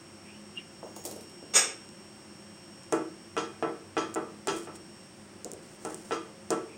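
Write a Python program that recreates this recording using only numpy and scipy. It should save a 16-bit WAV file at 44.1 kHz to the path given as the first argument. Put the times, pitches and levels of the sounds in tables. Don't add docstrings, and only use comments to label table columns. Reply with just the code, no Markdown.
import sys
import numpy as np
from scipy import signal
from scipy.io import wavfile

SR = 44100
rng = np.random.default_rng(int(sys.argv[2]) if len(sys.argv) > 2 else 0)


def unload_audio(sound):
    columns = np.transpose(np.atleast_2d(sound))
    steps = np.round(np.clip(columns, -1, 1) * 32767)
    wavfile.write(sys.argv[1], SR, steps.astype(np.int16))


N = 298557
TIME = np.arange(N) / SR
RING_TIME = TIME[:SR // 2]

# (frequency [Hz], level [dB], T60 [s])
LADLE_MODES = [(441, -11, 0.35), (1244, -13, 0.34), (1641, -14, 0.38), (2230, -15, 0.45), (2550, -15, 0.36),
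               (2791, -16, 0.35), (3515, -1, 0.28), (3662, -12, 0.31), (4935, -8, 0.32), (5418, -9, 0.42),
               (5545, -9, 0.41), (5574, -13, 0.42), (6351, -13, 0.36), (6750, -5, 0.22), (6787, -3, 0.3),
               (6862, -8, 0.3), (6962, -12, 0.27), (7640, -17, 0.3), (8166, -10, 0.33), (8214, -1, 0.33),
               (8390, -15, 0.35), (9113, -19, 0.3), (10034, -22, 0.3), (10835, -21, 0.21),
               (11754, -26, 0.21), (12993, -20, 0.21), (13274, -18, 0.21), (14750, -19, 0.21),
               (14928, -18, 0.21), (15400, -25, 0.21)]


def pot():
    # (time [s], force [dB], contact corner [Hz], lift of the bottom's boom [dB],
    # frequency favoured by the struck spot [Hz], bounce [ratio], click [ratio])
    knocks = [(2.9244, -25.5, 1660, 4.5, 321, 0, 0.22), (3.3668, -26.5, 2130, -0.5, 1200, .42, 0.05),
              (3.6258, -26, 1590, 2, 665, 0, 0.02), (3.968, -26, 2230, 2.5, 1236, 0.39, 0.02),
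              (4.159, -29, 1500, 3.5, 1210, 0, 0), (4.4723, -29, 1630, 4, 421, 0.81, 0.31),
              (4.673, -41, 1590, 1.5, 1240, 0, 0), (5.850, -36.5, 1710, 6.5, 800, 0, 0.39),
              (6.1095, -29, 2140, 2, 1233, 0.44, 0.02), (6.505, -29, 1200, 7, 356, 0.1, 0.5),
              (6.521, -32, 2020, -4, 1150, 0, 0)]
    # (frequency [Hz], level [dB], T60 [s])
    modes = [(214, -13, 0.45), (252, -14, 0.4), (310, -5, 0.4), (318, -2, 0.48), (335, -1, 0.48),
             (370, -7, 0.48), (394, -3, 0.35), (444, -1, 0.42), (467, -4, 0.43), (618, -3, 0.4),
             (878, -10, 0.36), (1143, -13, 0.42), (1210, -14, 0.43), (1323, 0, 0.36), (1340, 8, 0.04),
             (2460, -8, 0.3), (2514, -8, 0.3), (2797, -12, 0.3), (3130, -10, 0.33), (3225, -10, 0.48),
             (3381, -12, 0.38), (4727, -9, 0.3), (5074, -12, 0.3), (5170, -10, 0.3), (5826, -9, 0.3),
             (6656, -2, 0.3), (8036, -15, 0.3), (9345, -23, 0.3), (9480, -20, 0.28), (10420, -27, 0.25)]
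    # (frequency [Hz], spectral level [dB])
    wash = [(70, -41.5), (140, -10), (270, -11.5), (330, -3), (470, -3), (540, -10), (650, -6.5),
            (1300, -10), (1480, -12.5), (2600, -14.5), (3800, -20), (5300, -19.5), (9300, -23.5),
            (12000, -42)]
    out, paths, clusters = np.zeros(N), reverberation(), mode_clusters(modes)

    def strike(corner_hz, boom_db, spot_hz):
        echoes = 0.86 * paths + 1.01 * reverberation()
        ring = modal_response(modes, wash, clusters, echoes, wash_db=2.5, direct=0.7, db_per_octave=0.8)
        return colour(ring, lambda f: contact(f, corner_hz) + boom_db * bell(f, hz=348, octaves=0.89)
                      + 6 * bell(f, spot_hz, octaves=0.051))

    for s, db, corner_hz, boom_db, spot_hz, bounce, click in knocks:
        add(out, s, amp(db) * strike(corner_hz, boom_db, spot_hz))
        add(out, s, amp(db) * click * tick(hz=6960, decay_s=0.0021, room_db=-5))
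        rebound = strike(corner_hz=7800, boom_db=-7, spot_hz=6150)
        add(out, s + 0.0107, amp(db) * bounce * rebound)
    highpass = signal.butter(3, 100, "high", fs=SR, output="sos")
    return signal.sosfilt(highpass, out)


def ladle():
    # (time [s], force [dB], contact corner [Hz], frequency favoured by the spot [Hz])
    clatter = [(1.5356, -31.5, 12000, 5700), (1.540, -36.5, 12000, 2460), (1.548, -22.5, 13100, 6740),
               (1.553, -29.5, 13000, 5300), (1.558, -20, 14100, 6400), (1.569, -25, 13900, 7900),
               (1.576, -48, 9000, 3430), (1.618, -39, 5400, 2190)]
    # (frequency [Hz], spectral level [dB])
    wash = [(100, -34), (250, -9), (400, 5.5), (900, 3.5), (1800, 2), (2600, 2.5), (3700, -1.5),
            (4300, -5.5), (5400, 0.5), (8800, -5.5), (10500, -14), (14000, -27)]
    out, clusters = np.zeros(N), mode_clusters(LADLE_MODES)
    swell = 1 - np.exp(-RING_TIME / 0.0025)
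    for s, db, corner_hz, spot_hz in clatter:
        echoes = reverberation()
        ring = modal_response(LADLE_MODES, wash, clusters, echoes, wash_db=1, direct=0.078, db_per_octave=2)
        ring = colour(swell * ring, lambda f: contact(f, corner_hz) + 7 * bell(f, spot_hz, octaves=0.24))
        add(out, s, amp(db) * unit_attack(ring))
    return out


def bumps():
    # (time [s], level [dB], centre [Hz])
    thuds = [(0.83, -41, 540), (0.965, -47.5, 580), (1.053, -42, 445), (1.074, -46, 490), (1.115, -45, 400),
             (1.164, -47, 445), (1.427, -47.5, 373)]
    out = np.zeros(N)
    for s, db, hz in thuds:
        push = 0.64 * (RING_TIME == 0) + reverberation()
        add(out, s, amp(db) * unit_attack(colour(push, lambda f: 52 * bell(f, hz, octaves=1.44))))
    return out


def glugs():
    # (time [s], level [dB], centre [Hz], duration [s])
    closures = [(5.447, -40.5, 463, 0.039), (5.524, -43, 399, 0.036)]
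    out = np.zeros(N)
    for s, db, hz, length in closures:
        size = int(length * SR)
        glug = amp(db) * signal.windows.cosine(size) * band_noise(hz, width_hz=300, size=size)
        add(out, s, signal.fftconvolve(glug, (RING_TIME == 0) + amp(-3) * reverberation()))
    return out


def handling():
    # (time [s], level [dB])
    scratches = [(0.963, -48.5), (1.04, -54), (1.052, -39), (1.0613, -44), (1.112, -47), (1.162, -55),
                 (1.209, -54.5), (1.297, -62)]
    # (frequency [Hz], spectral level [dB])
    spectrum = [(300, -21), (2500, -11), (4500, -4), (8500, 3.5), (11000, -5.5), (15500, -7)]
    # (time [s], duration [s], level [dB], start pitch [Hz], end pitch [Hz])
    rubs = [(0.198, 0.23, -56, 2150, 3120), (0.541, 0.088, -47, 2920, 2910), (0.58, 0.061, -56, 2250, 2200),
            (6.669, 0.11, -55.5, 2330, 2470)]
    # (time [s], duration [s], level [dB])
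    drags = [(.835, .1, -69), (.965, .06, -61)]
    # (frequency [Hz], bandwidth [Hz], level [dB])
    resonances = [(6660, 450, 4), (10700, 500, -11), (15500, 600, -8)]
    out, rubbing, steel = np.zeros(N), np.zeros(N), mode_clusters(LADLE_MODES)
    for s, db in scratches:
        scratch = colour(snap(decay_s=0.0033, room_db=0), lambda f: read(spectrum, f) + 0.5 * read(steel, f))
        add(out, s, amp(db) * unit_attack(scratch))
    for s, length, db, start_hz, end_hz in rubs:
        size = int(length * SR)
        glide_hz = np.linspace(start_hz, end_hz, size)
        add(rubbing, s, amp(db) * np.hanning(size) * band_noise(glide_hz, width_hz=520, size=size))
    singing = sum(amp(db) * band_noise(hz, width_hz) for hz, width_hz, db in resonances)
    for s, length, db in drags:
        out += amp(db) * envelope(s, length, attack_s=0.01, release_s=0.02) * singing
    rubbing += squeak()
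    return out + rubbing + amp(-16.5) * signal.fftconvolve(rubbing, reverberation())[:N]


def squeak(s=0.5755, hold_s=0.0074, pitch_hz=2810, slip_hz=130):
    flutter = 1 + 0.29 * np.cos(2 * np.pi * slip_hz * (TIME - s - hold_s))
    tone = unit(flutter * np.sin(2 * np.pi * pitch_hz * TIME))
    return amp(-36.5) * envelope(s, hold_s, attack_s=0.0055, release_s=0.0071) * tone


def foam(pops_per_s=3000):
    # (time [s], level [dB], centre [Hz])
    ticks = [(1.8903, -60, 5500), (2.834, -60.5, 6500), (4.1422, -46.5, 8400), (4.1487, -44, 8500),
             (5.446, -42.5, 6950), (5.5166, -46.5, 9100), (5.5347, -51, 8500), (5.945, -45, 9350)]
    # (time [s], duration [s], level [dB])
    tears = [(2.93, 0.027, -51), (4.492, .16, -52.5), (4.566, 0.022, -46), (4.756, .006, -51),
             (5.63, 0.13, -61), (5.813, 0.345, -56), (5.87, .08, -54.5), (6.505, .03, -60)]
    # (frequency [Hz], spectral level [dB])
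    spectrum = [(500, -6), (4000, -14), (7000, -5), (9000, -0.5), (11000, -26), (15000, -17)]
    out = np.zeros(N)
    for s, db, hz in ticks:
        add(out, s, amp(db) * tick(hz, decay_s=0.00065, room_db=-11))
    power = sum((amp(db) * envelope(s, length, attack_s=0.008, release_s=0.011)) ** 2
                for s, length, db in tears)
    pops = (rng.random(N) < pops_per_s / SR) * rng.standard_normal(N)
    return out + np.sqrt(power) * unit(colour(pops, lambda f: read(spectrum, f)))


def burner():
    # (frequency [Hz], spectral level [dB])
    spectrum = [(18, -50), (30, -27), (204, -0.5), (273, -9), (345, 1), (461, -15), (540, -11.5),
                (584, -12), (2900, -20.5), (3870, -27), (5590, -21), (6050, -24.5), (8520, -31.5),
                (11100, -50), (16000, -35)]
    # (frequency [Hz], level [dB])
    hum_lines = [(98, -65.5), (208, -59.5), (343, -77), (539, -65.5)]
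    # (frequency [Hz], level [dB])
    jet_lines = [(2799, -74.5), (2998, -80.5), (3192, -78), (5502, -63), (6783, -76.5), (8306, -69.5)]
    # (time [s], level [dB])
    swell = [(0.0, -66), (1.73, -60.5), (2.13, -64.5), (2.83, -62.5), (3.02, -64.5), (4.34, -70.5),
             (5.0, -63), (5.2, -71), (6.77, -67.5)]
    rush = amp(-51.5) * unit(colour(rng.standard_normal(N), lambda f: read(spectrum, f)))
    hum = sum(amp(db) * band_noise(hz, width_hz=6.6) for hz, db in hum_lines)
    drift = 1 + 0.000722 * band_noise(0, width_hz=12.9)
    jet = np.zeros(N)
    for hz, db in jet_lines:
        flicker = 1 + 0.19 * band_noise(0, width_hz=190)
        jet += amp(db) * np.sqrt(2) * np.sin(2 * np.pi * hz * np.cumsum(drift) / SR) * flicker
    hiss = amp(-63) * band_noise(8400, width_hz=1280) + amp(-77) * band_noise(5450, width_hz=100)
    swell_db = np.interp(TIME, *np.transpose(swell))
    return rush + hum + hiss + jet * amp(1 + swell_db - swell_db.mean())


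def reverberation():
    # (frequency [Hz], T60 [s])
    kitchen = [(150, 0.63), (400, 0.43), (1040, 0.37), (2760, 0.38), (7280, 0.3), (14000, 0.23)]
    hz, t, bands = signal.stft(rng.choice([-1., 1.], len(RING_TIME)), SR, nperseg=256)
    decay = amp(-60 * t / read(kitchen, hz)[:, None])
    echoes = signal.istft(bands * decay, SR, nperseg=256)[1][:len(RING_TIME)]
    return echoes / np.linalg.norm(echoes)


def modal_response(modes, wash, clusters, echoes, wash_db, direct, db_per_octave):
    hz, db, t60 = np.transpose(modes)[:, :, None]
    db = db + rng.standard_normal(hz.shape) + db_per_octave * np.log2(hz / 1000)
    sign = (-1) ** np.arange(len(hz))[:, None]
    ring = (sign * amp(db - 60 * RING_TIME / t60) * np.sin(2 * np.pi * hz * RING_TIME)).sum(0)
    dense = colour(echoes + direct * (RING_TIME == 0), lambda f: read(wash, f) + read(clusters, f))
    return unit_attack(unit_attack(ring) + amp(wash_db) * unit_attack(dense))


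def mode_clusters(modes, size=4097):
    f, hz = np.linspace(0, SR / 2, size), np.transpose(modes)[0][:, None]
    near = np.exp(-0.5 * ((f - hz) / (0.007 * hz)) ** 2).max(0)
    lumps = unit(np.convolve(rng.standard_normal(size), np.hanning(17), "same"))
    depth_db = np.interp(f, [400, 1500], [1.5, 4.5])
    return np.transpose([f, 8 * near + depth_db * np.minimum(lumps, 1.3) * (1 - near)])


def contact(f, corner_hz):
    return -10 * np.log10(1 + (f / corner_hz) ** 5)


def tick(hz, decay_s, room_db):
    # (frequency [Hz], spectral level [dB])
    spectrum = [(200, -14), (3000, 0.5), (9000, 12), (11000, -10), (16000, -2)]
    burst = snap(decay_s, room_db) + 0.6 * (RING_TIME == 0)
    return unit_attack(colour(burst, lambda f: read(spectrum, f) + 12 * bell(f, hz, octaves=0.68)))


def snap(decay_s, room_db):
    burst = rng.choice([-1., 1.], len(RING_TIME)) * np.exp(-RING_TIME / decay_s)
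    return burst / np.linalg.norm(burst) + amp(room_db) * reverberation()


def band_noise(hz, width_hz, size=N):
    pole = np.exp(-np.pi * width_hz / SR)
    noise = rng.standard_normal(size) + 1j * rng.standard_normal(size)
    baseband = signal.lfilter([1], [1, -pole], signal.lfilter([1], [1, -pole], noise))
    carrier = np.exp(2j * np.pi * np.cumsum(hz * np.ones(size)) / SR)
    return unit((baseband * carrier).real)


def colour(x, curve, size=4096):
    log_gain = np.log(amp(curve(abs(np.fft.fftfreq(size, 1 / SR)))) + 1e-6)
    taps = np.fft.ifft(np.exp(np.conj(signal.hilbert(log_gain)))).real
    return signal.fftconvolve(x, taps)[:len(x)]


def envelope(s, hold_s, attack_s, release_s):
    return np.exp(np.minimum(TIME - s, 0) / attack_s - np.maximum(TIME - s - hold_s, 0) / release_s)


def bell(f, hz, octaves):
    return np.exp(-0.5 * (np.log2((f + 1) / hz) / octaves) ** 2)


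def read(points, hz):
    f, value = np.transpose(points)
    return np.interp(np.log(hz + 1), np.log(f + 1), value)


def add(mix, s, sound):
    part = mix[max(round(s * SR), 0):][:len(sound)]
    part += sound[:len(part)]


def amp(db):
    return 10 ** (np.asarray(db) / 20)


def unit(x):
    return x / np.sqrt(np.mean(x ** 2) + 1e-20)


def unit_attack(x):
    return x / np.sqrt(np.mean(x[:SR // 40] ** 2) + 1e-20)


def scene():
    return (pot() + ladle() + bumps() + glugs() + handling() + foam() + burner())[None]


def record(dry):
    return signal.oaconvolve(dry, signal.firwin(511, 16000, window=("kaiser", 9), fs=SR)[None], "same")


dry = scene()
out = record(dry)
unload_audio(out)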